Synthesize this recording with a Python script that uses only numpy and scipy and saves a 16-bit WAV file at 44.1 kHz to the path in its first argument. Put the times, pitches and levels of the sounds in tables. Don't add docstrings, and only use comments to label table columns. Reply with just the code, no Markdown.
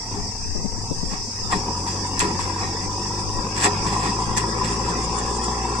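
import sys
import numpy as np
from scipy import signal
from scipy.fft import rfft, irfft, next_fast_len
from scipy.io import wavfile
from scipy.ndimage import uniform_filter1d

SR = 44100
rng = np.random.default_rng(int(sys.argv[2]) if len(sys.argv) > 2 else 0)


def transcribe(u):
    v = np.clip(np.atleast_2d(u).T, -1, 1)
    q = np.round(v * 32767).astype(np.int16)
    wavfile.write(sys.argv[1], SR, q)


N = 255780
T = np.arange(N) / SR
FFT_SIZE = next_fast_len(N + SR // 2)
HZ = np.fft.rfftfreq(FFT_SIZE, 1 / SR)



def gain_of(db):
    return 10 ** (np.asarray(db) / 20)


def evened(x):
    return x / np.sqrt(np.mean(x ** 2, -1, keepdims=True) + 1e-20)


def read(points, hz):
    f, value = np.transpose(points)
    return np.interp(np.log(hz + 1), np.log(f + 1), value)


def columns(rows):
    s, *rest = np.transpose(rows)
    return [np.interp(T, s, column) for column in rest]


def filtered(x, response):
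    return irfft(rfft(x, FFT_SIZE) * response, FFT_SIZE)[..., :N]


def colour(x, points):
    return evened(filtered(x, gain_of(read(points, HZ))))


def ring(x, modes):
    response = 0
    for k, (hz, width, db) in enumerate(modes):
        peak = gain_of(db) / np.sqrt(width)
        response = response + (-1) ** k * peak / (1 + 1j * (HZ - hz) / width) ** 2
    return evened(filtered(x, response))


def glide(x, hz, width):
    turn = np.exp(2j * np.pi * np.cumsum(hz) / SR)
    r = np.exp(-2 * np.pi * width / SR)
    return evened((turn * signal.lfilter([1], [1, -2 * r, r * r], x / turn)).real)


def drift(rate_hz, shape=()):
    return evened(signal.lfilter(*signal.butter(2, rate_hz, fs=SR), rng.standard_normal(shape + (N,))))


def smoothed(x, first, second):
    return uniform_filter1d(uniform_filter1d(x, size=first, axis=0), size=second, axis=1)


def patchy(x, depth_db, streak_db):
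    hz, t, z = signal.stft(x, SR, nperseg=1024, noverlap=768)
    patches, streaks = rng.standard_normal((2, len(hz), len(t)))
    patches = evened(smoothed(patches, 8, 14))
    streaks = evened(smoothed(streaks, 2, 12))
    db = depth_db * np.minimum(patches, .7) + streak_db * np.minimum(streaks, .8)
    return evened(signal.istft(z * gain_of(db), SR, nperseg=1024, noverlap=768)[1][:, :N])


# [f/Hz, relative level/dB per Hz]
INSECT_SPECTRUM = [(2240, -87), (3800, -19), (4250, -21), (4370, -15), (4650, -2.5), (4920, 5), (5540, 2.5),
                   (6210, -2.5), (6510, -4.5), (7170, -8), (8100, -7), (9310, -26.5), (9800, -40.5),
                   (11000, -31), (12700, -37), (14000, -37), (21600, -120)]
# [t/s, relative level/dB]
CHORUS_LEVEL = [(0.0, -34.5), (0.79, -35), (1.06, -33.5), (1.81, -33), (5.8, -35)]


def insects():
    frames, hz = N // 512 + 5, np.fft.rfftfreq(2048, 1 / SR)
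    a, b, patches, streaks = rng.standard_normal((4, len(hz), frames, 2))
    streaks = evened(smoothed(streaks, 3, 6))
    patches = evened(smoothed(patches, 10, 5))
    db = read(INSECT_SPECTRUM, hz)[:, None, None]
    db = db + 3.2 * np.minimum(patches, .8) + 9.1 * np.minimum(streaks, 1.2)
    z = ((a + 1j * b) * gain_of(db)).transpose(2, 0, 1)
    hiss = evened(signal.istft(z, nperseg=2048, noverlap=1536)[1][:, :N])
    return gain_of(columns(CHORUS_LEVEL)[0] + 3.0 + 0.53 * drift(48, (2,))) * hiss


# [f/Hz, level/dB]
WIND_SPECTRUM = [(4, -14), (12, -.5), (25, -1.5), (45, -8), (90, -13), (200, -20), (400, -32), (800, -50),
                 (2500, -100)]
# [t/s, level/dB]
RUMBLE_LEVEL = [(0.0, -47), (0.19, -27), (0.31, -38), (0.48, -26), (0.86, -29), (1.0, -25), (1.24, -35),
                (1.32, -48), (1.48, -25.5), (1.87, -57), (4.6, -69), (5.02, -41), (5.8, -52)]
# [t/s of the peak, peak level/dB]
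GUST_PEAKS = [(2.201, -32), (2.411, -25), (2.65, -31), (2.861, -30), (3.28, -30), (3.359, -30), (3.83, -34),
              (4.33, -28), (4.619, -30)]
GUST_DB_PER_S, SHELTER_DB = 220, -8.5


def wind_rumble():
    level = gain_of(columns(RUMBLE_LEVEL)[0])
    for s, db in GUST_PEAKS:
        level = level + gain_of(db - GUST_DB_PER_S * abs(T - s))
    left, right = colour(rng.standard_normal((2, N)), WIND_SPECTRUM)
    right = gain_of(SHELTER_DB) * (right + 0.13 * left)
    return np.array([left, right]) * level * gain_of(2.0 * drift(1.6, (2,)))


# [t/s, envelope level/dB, pitch f/Hz]
PUFF_EVENTS = [(0.547, -24, 77.6), (0.573, -28.5, 154.9), (0.641, -20, 206), (0.772, -29, 106),
               (0.809, -31, 167.9), (0.906, -20, 154), (1.024, -23, 180), (1.122, -26, 177),
               (3.378, -28, 88.9), (3.838, -40, 102.4), (4.268, -29, 62.6)]
# [f/Hz, level/dB]
PUFF_SPECTRUM = [(40, 1), (120, -6), (300, -4), (600, -15), (1100, -32), (2000, -83), (5000, -92)]
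PUFF_MS = 7.1


def wind_puffs():
    out = np.zeros((2, N))
    air = colour(rng.standard_normal(N), PUFF_SPECTRUM)
    for s, db, hz in PUFF_EVENTS:
        near = slice(round(s * SR) - 1000, round(s * SR) + 2000)
        u = T[near] - s - .012
        swell = gain_of(db - 3.8 * (u * 1000 / PUFF_MS) ** 2)
        out[0, near] += swell * (1.23 * np.sin(2 * np.pi * hz * u) + 1.04 * air[near])
    return out


SHORTER_PER_DB, LONGEST_MS = 0.12, 380


def lasting(t60_ms, db):
    return min(t60_ms * np.exp(-SHORTER_PER_DB * (db + 16.5)), LONGEST_MS)


# [t/s, thud level/dB, clank level/dB, grit level/dB, rise/ms]
BLOWS = [(0.149, -31.5, -20, -39, 29), (1.127, -38, -13, -32, 24), (1.525, -19.5, 2, -21.5, 13.4),
         (1.88, -31, -27, -25, 12), (2.201, -21, -7, -12.5, 2.7), (2.214, -29, -21.5, -25, 27),
         (2.309, -31.5, -22, -43, 94), (2.40, -50, -36, -24.5, 7.7), (2.641, -40.5, -9, -33.5, 62),
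         (3.575, -30, -16, -20, 11.4), (3.658, -19, 2.5, -11, 28), (3.872, -49, -35.5, -22, 7),
         (3.93, -42, -7, -29.5, 9.9), (4.051, -27, -3, -23, 26), (4.101, -48, -45, -40.5, 16),
         (4.381, -27, -18, -12, 9.4), (4.648, -26.5, -45, -22, 8.7), (4.87, -38.5, -25, -32, 38),
         (5.271, -32, -53, -32, 8.8)]
# [t/s of the peak, peak level/dB, rise/ms]
STONE_CRACKS = [(2.1935, -6.5, .6), (3.645, -14, 7), (4.368, -17, 1), (4.374, -14, 2), (4.382, -16, 1)]
# [f/Hz, width/Hz, level/dB]
STEEL_MODES = [(182.2, 16, -3), (264, 77, -4.5), (330, 51, 0.5), (411.2, 11.6, 2.5), (547, 52, -4),
               (738, 102, 2.5), (1083, 100, -10), (1370, 220, -13.5), (1871, 46, -6.5), (2170, 120, -10),
               (2526, 82, -14), (3420, 47, -23), (3640, 45, -23), (3930, 32, -13), (5050, 92, -29),
               (7350, 80, -23)]
# [f/Hz, level/dB]
GRIT_SPECTRUM = [(500, -80), (1500, 2.5), (1900, 4), (2200, 0.5), (2600, -1), (3050, -1.5), (3600, -3),
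                 (4300, -2), (5200, -3), (6700, -5.5), (7750, 8.5), (8700, -15.5), (9300, -5),
                 (10500, -29.5), (13000, -23.5), (15500, -65)]
CRACK_SPECTRUM = [(1500, -31), (3000, -18), (4000, 0), (5000, -6), (6500, 7.5), (7800, 0.5), (9000, -6),
                  (10500, -9.5), (13000, -27), (15500, -54)]
THUD_T60_MS, STEEL_T60_MS, GRIT_T60_MS, CRACK_T60_MS = 132, 790, 192, 23
GRAINS_PER_S, GRAIN_SPREAD_DB = 4000, 2.5


def blow_levels():
    levels = np.zeros((4, N + SR))
    ms = np.arange(-SR // 10, SR // 2) * 1000 / SR
    parts = [(3, s, db, rise_ms, CRACK_T60_MS) for s, db, rise_ms in STONE_CRACKS]
    for s, thud_db, clank_db, grit_db, rise_ms in BLOWS:
        parts += [(0, s + .014, thud_db, rise_ms, lasting(THUD_T60_MS, thud_db)),
                  (1, s + .008, clank_db, rise_ms, lasting(STEEL_T60_MS, clank_db)),
                  (2, s + .001, grit_db, rise_ms, lasting(GRIT_T60_MS, grit_db))]
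    for layer, s, db, rise_ms, t60_ms in parts:
        start = round(s * SR) - SR // 10
        drop_db = np.where(ms < 0, 5.1 * (ms / rise_ms) ** 2, 60 * ms / t60_ms)
        levels[layer, start:start + len(ms)] += gain_of(db - drop_db)
    return levels[:, None, :N]


def bangs_and_scrapes():
    thud_level, clank_level, grit_level, crack_level = blow_levels()
    a, b, c, d = rng.standard_normal((4, 2, N))
    grain_db = GRAIN_SPREAD_DB * np.minimum(rng.exponential(1, N), 4)
    grains = c * (rng.random(N) < GRAINS_PER_S / SR) * gain_of(grain_db)
    thud = a * thud_level
    rattle = (rng.random(N) < 2200 / SR) * gain_of(0.97 * drift(60))
    clank = b * clank_level * rattle
    low = [mode for mode in STEEL_MODES if mode[0] < 600]
    high = [mode for mode in STEEL_MODES if mode[0] >= 600]
    out = np.std(thud) * ring(thud, low) + np.std(clank) * ring(clank, high)
    return out + grit_level * colour(grains, GRIT_SPECTRUM) + crack_level * colour(d, CRACK_SPECTRUM)


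# [t/s, f/Hz]
HOOD_PITCH = [(0, 904.7), (1.7, 952), (2.4, 974), (3, 964), (3.6, 985.3), (4.4, 992.5), (5.8, 1009)]
# [t/s of the start, envelope peak level/dB]
KNOCK_EVENTS = [(1.5, -16), (1.516, -16), (1.525, -21.5), (1.545, -14), (1.857, -24), (1.879, -18.5),
                (2.199, -20.5), (2.215, -12), (2.239, -20), (2.25, -15), (2.264, -32), (2.307, -17),
                (2.392, -17.5), (2.475, -24.5), (2.498, -19.5), (2.56, -16), (2.814, -22.5), (3.105, -18.5),
                (3.187, -21), (3.385, -16), (3.466, -19), (3.643, -35.5), (3.667, -12.5), (3.681, -19.5),
                (3.693, -14.5), (3.861, -14), (3.9, -18), (3.933, -27.5), (4.117, -15.5), (4.187, -18.5),
                (4.349, -20), (4.383, -11), (4.437, -14.5), (4.575, -28), (4.611, -14), (4.712, -13.5),
                (4.986, -21), (5.194, -33.5), (5.224, -32), (5.558, -32), (5.579, -17), (5.694, -27),
                (5.787, -21.5)]
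RING_RISE_MS, RING_T60_MS = 0.67, 57
RING_SPREAD = .02


def hard_knocks():
    out, hood, u = np.zeros((2, N + 2000)), columns(HOOD_PITCH)[0], T[:2000]
    shape = (1 - np.exp(-u * 1000 / RING_RISE_MS)) ** 2 * gain_of(-60 * u * 1000 / RING_T60_MS)
    shape = shape / shape.max()
    for s, db in KNOCK_EVENTS:
        start = round(s * SR)
        hz = hood[start] * (1 + RING_SPREAD * rng.uniform(-1, 1))
        phase = rng.random((2, 1))
        out[:, start:start + 2000] += gain_of(db) * shape * np.sin(2 * np.pi * (hz * u + phase))
    return out[:, :N]


# [f/Hz, level/dB]
INTAKE_SPECTRUM = [(5500, 0.5), (7000, 10.5), (7750, 10.5), (8400, 8.5), (9300, -2.5), (10000, -81),
                   (12500, -22), (14400, -64), (14700, -85)]
INTAKE_TOP_DB, INTAKE_DB_PER_OCTAVE = -29, 34


def intake(firing):
    db = INTAKE_TOP_DB + INTAKE_DB_PER_OCTAVE * np.log2(firing / firing.max())
    hiss = patchy(colour(rng.standard_normal((2, N)), INTAKE_SPECTRUM), 1.3, 18)
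    return gain_of(db + 3.64 * drift(13.5)) * hiss


# [f/Hz, level/dB]
CLATTER_SPECTRUM = [(600, -11), (1300, 11), (1900, 12.5), (2600, 7.5), (3500, -3.5), (4500, -6),
                    (6000, -28), (9000, -67)]
# [f/Hz, width/Hz, level/dB]
TIN_MODES = [(1535, 14, -9), (1852, 34, 0.5), (2217, 43, -6.5), (2637, 26, -2.5), (3250, 17, -16),
             (3400, 15, -13.5), (3630, 35, -7.5), (3860, 30, -4.5), (7670, 31, -5.5)]
TIN_DB = -5


def clatter(burst, clatter_db):
    shaken = rng.standard_normal((2, N)) * (1 + burst)
    mix = colour(shaken, CLATTER_SPECTRUM) + gain_of(TIN_DB) * ring(shaken, TIN_MODES)
    return gain_of(clatter_db) * patchy(mix, 4.2, 9.3)


# [f/Hz, level/dB]
ROAR_SPECTRUM = [(30, -8.5), (60, -8), (120, -8), (200, 0.5), (300, -5), (420, -0.5), (560, 5), (700, 3),
                 (1000, -39), (2000, -63), (6000, -100)]
ROAR_IDLE_DB, ROAR_PER_LOAD = -31.5, 0.74
THUMP_DB = 5.5


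def roar(firing, burst, fires, load_db):
    db = ROAR_IDLE_DB + ROAR_PER_LOAD * load_db + 1.92 * drift(13)
    thumps = gain_of(THUMP_DB) * np.sqrt(SR / firing) / 10 * fires
    return gain_of(db) * colour(rng.standard_normal((2, N)) * (1 + burst) + thumps, ROAR_SPECTRUM)


# [f/Hz, width/Hz, level/dB]
BLOCK_MODES = [(774, 64, 5.5), (870, 22, -12.5), (1074, 27, -8.5)]
KNOCK_IDLE_DB, KNOCK_PER_LOAD = -34, 1.22
STRIKE_DB = 14.5
FIRING_SPREAD = .012


def block_knock(count, burst, fires, load_db):
    knock_db = KNOCK_IDLE_DB + KNOCK_PER_LOAD * load_db
    blows = gain_of(knock_db) * (burst + 1 / 2)
    strikes = gain_of(knock_db + STRIKE_DB) * fires
    noise = rng.standard_normal((2, N))
    drive = uniform_filter1d(uniform_filter1d(noise * blows + strikes, size=9), size=7)
    hood_hz = columns(HOOD_PITCH)[0] * (1 + FIRING_SPREAD * rng.standard_normal(N)[count])
    block = ring(drive, BLOCK_MODES) + glide(drive, hood_hz, 58)
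    return np.std(blows * noise[0]) * evened(block)


# [f/Hz, level/dB]
PIPE_RESPONSE = [(32, -44), (38, -38.5), (48, -43.5), (55, -38.5), (60, -36), (68, -52), (78, -41),
                 (92, -36), (110, -38), (120, -43.5), (142, -48), (165, -43), (180, -48.5)]
# [multiple of the firing rate, level/dB at top speed]
UPPER_TONES = [(4, -36), (5, -46.5), (6, -36), (7, -34.5), (8, -41.5), (13, -34.5), (14, -38)]
TONE_PER_LOAD, TONE_DB_PER_OCTAVE = 0.65, 2.5
IDLE_WAVER = 1.45


def exhaust(firing, turns, load_db):
    speed = firing / firing.max()
    growth_db = TONE_PER_LOAD * load_db + TONE_DB_PER_OCTAVE * np.log2(speed)
    tones = [(k, read(PIPE_RESPONSE, k * firing) + growth_db) for k in range(1, 4)]
    tones += [(k, db + 80 * np.log10(speed)) for k, db in UPPER_TONES]
    uneven = turns + .006 * drift(12)
    out = np.zeros(N)
    for k, db in tones:
        waver_db = (0.5 + 0.39 * min(k, 7)) * speed ** -IDLE_WAVER * drift(21.0)
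        out += np.sqrt(2) * gain_of(db + waver_db) * np.sin(2 * np.pi * (k * uneven + rng.random()))
    return out


# [t/s, firing rate f/Hz, load level/dB above idle, clatter level/dB]
ENGINE_COURSE = [(0, 39.4, -3, -36.5), (.2, 33, 1.5, -39), (.5, 32, -4.5, -40.5), (.85, 34.4, 1.5, -41.5),
                 (1.08, 40.4, -2.5, -41), (1.22, 35.4, -3.5, -44), (1.34, 32.6, -4, -38.5),
                 (1.56, 37.7, 8, -34.5), (1.84, 47.6, 6, -38.5), (2.0, 48.2, 6.5, -34), (2.15, 46, 5, -32),
                 (2.45, 47, 7, -32), (2.8, 48.4, 5, -35.5), (3.3, 51.5, 5.5, -37), (3.62, 49.9, 6.5, -33),
                 (3.76, 49.4, 8.5, -28.5), (3.91, 53.4, 10, -35), (4.22, 55, 8.5, -31.5),
                 (4.59, 55.3, 9.5, -31), (5.44, 60.2, 7, -34), (5.8, 57.8, 7.5, -31)]
CYLINDER_LEVELS = [2, -1, 0, -1]
HARD_S = 2.56


def engine():
    firing, load_db, clatter_db = columns(ENGINE_COURSE)
    turns = np.cumsum(firing) / SR
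    turns = turns - turns[int(HARD_S * SR)] % 4 + 4
    count = turns.astype(int)
    strength = gain_of(np.take(CYLINDER_LEVELS, count % 4) + 1.85 * rng.standard_normal(N)[count])
    burst = strength * np.exp(-(turns % 1) / firing / .007)
    fires = strength * np.diff(count, prepend=count[0])
    out = block_knock(count, burst, fires, load_db) + roar(firing, burst, fires, load_db)
    out += clatter(burst, clatter_db) + intake(firing)
    out[0] += exhaust(firing, turns, load_db)
    return out


# [t/s, delay/ms]
ECHO_DELAY = [(0, 0.86), (1.4, 0.79), (2.0, 0.79), (3.5, 0.77), (4.2, 0.79), (4.6, 0.75), (5.8, 0.81)]


def ground(x):
    dull = filtered(x, .95 * np.exp(-(HZ / 1600) ** 4))
    late = T - columns(ECHO_DELAY)[0] / 1000
    return (x + np.array([np.interp(late, T, part) for part in dull])) / 2


# [f/Hz, phase/rad]
LEFT_LEAD = [(0, 0), (400, -.3), (600, -1), (700, -.1), (1000, -.3), (1300, -2), (1500, -3.2), (1800, -6.3),
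             (2200, -9.4), (2600, -12.4), (3000, -15.7), (3300, -18.8), (3900, -19), (4300, -21),
             (9000, -46), (15000, -80)]
# [f/Hz, share from 0 to 1]
LIKENESS = [(60, 0.96), (450, 1), (620, 0.51), (850, 1), (1250, 0.5), (1500, 0.96), (1850, 0.38),
            (2200, 0.4), (2650, 0.95), (3100, 0.57), (3600, 0.72), (4300, 0.033), (9000, 0.29)]
# [f/Hz, level/dB]
LEFT_TILT = [(60, 2), (200, 0), (400, 6.5), (750, -1), (1150, 6), (1700, -1.5), (2400, 1.5), (4000, -0.5),
             (14000, -0.5)]


def ports(x):
    same, tilt = np.clip(read(LIKENESS, HZ), 0, 1), gain_of(read(LEFT_TILT, HZ) / 2)
    direct = filtered(x[0], same * np.exp(1j * read(LEFT_LEAD, HZ)) * tilt)
    scattered = filtered(x[1], np.sqrt(1 - same ** 2) * tilt)
    return np.array([direct + scattered, filtered(x[0], 1 / tilt)])


def scene():
    machine = bangs_and_scrapes() + hard_knocks() + engine()
    return insects() + wind_rumble() + wind_puffs() + ports(ground(machine))


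# [f/Hz, width/Hz, level/dB]
NARROW_DIPS = [(1510, 140, -2.5), (2165, 69, -5.5), (3086, 71, -24), (3817, 140, -9.5), (4090, 54, -17.5),
               (6740, 240, -7), (7900, 52, -12)]
EDGE_HZ = 14400


def record(dry):
    dips = sum(db * np.exp(-((HZ - hz) / width) ** 2) for hz, width, db in NARROW_DIPS)
    heard = filtered(dry, gain_of(dips))
    low_pass = signal.firwin(511, EDGE_HZ, window=("kaiser", 9), fs=SR)
    return signal.oaconvolve(heard, low_pass[None], "same")


dry = scene()
out = record(dry)
transcribe(out)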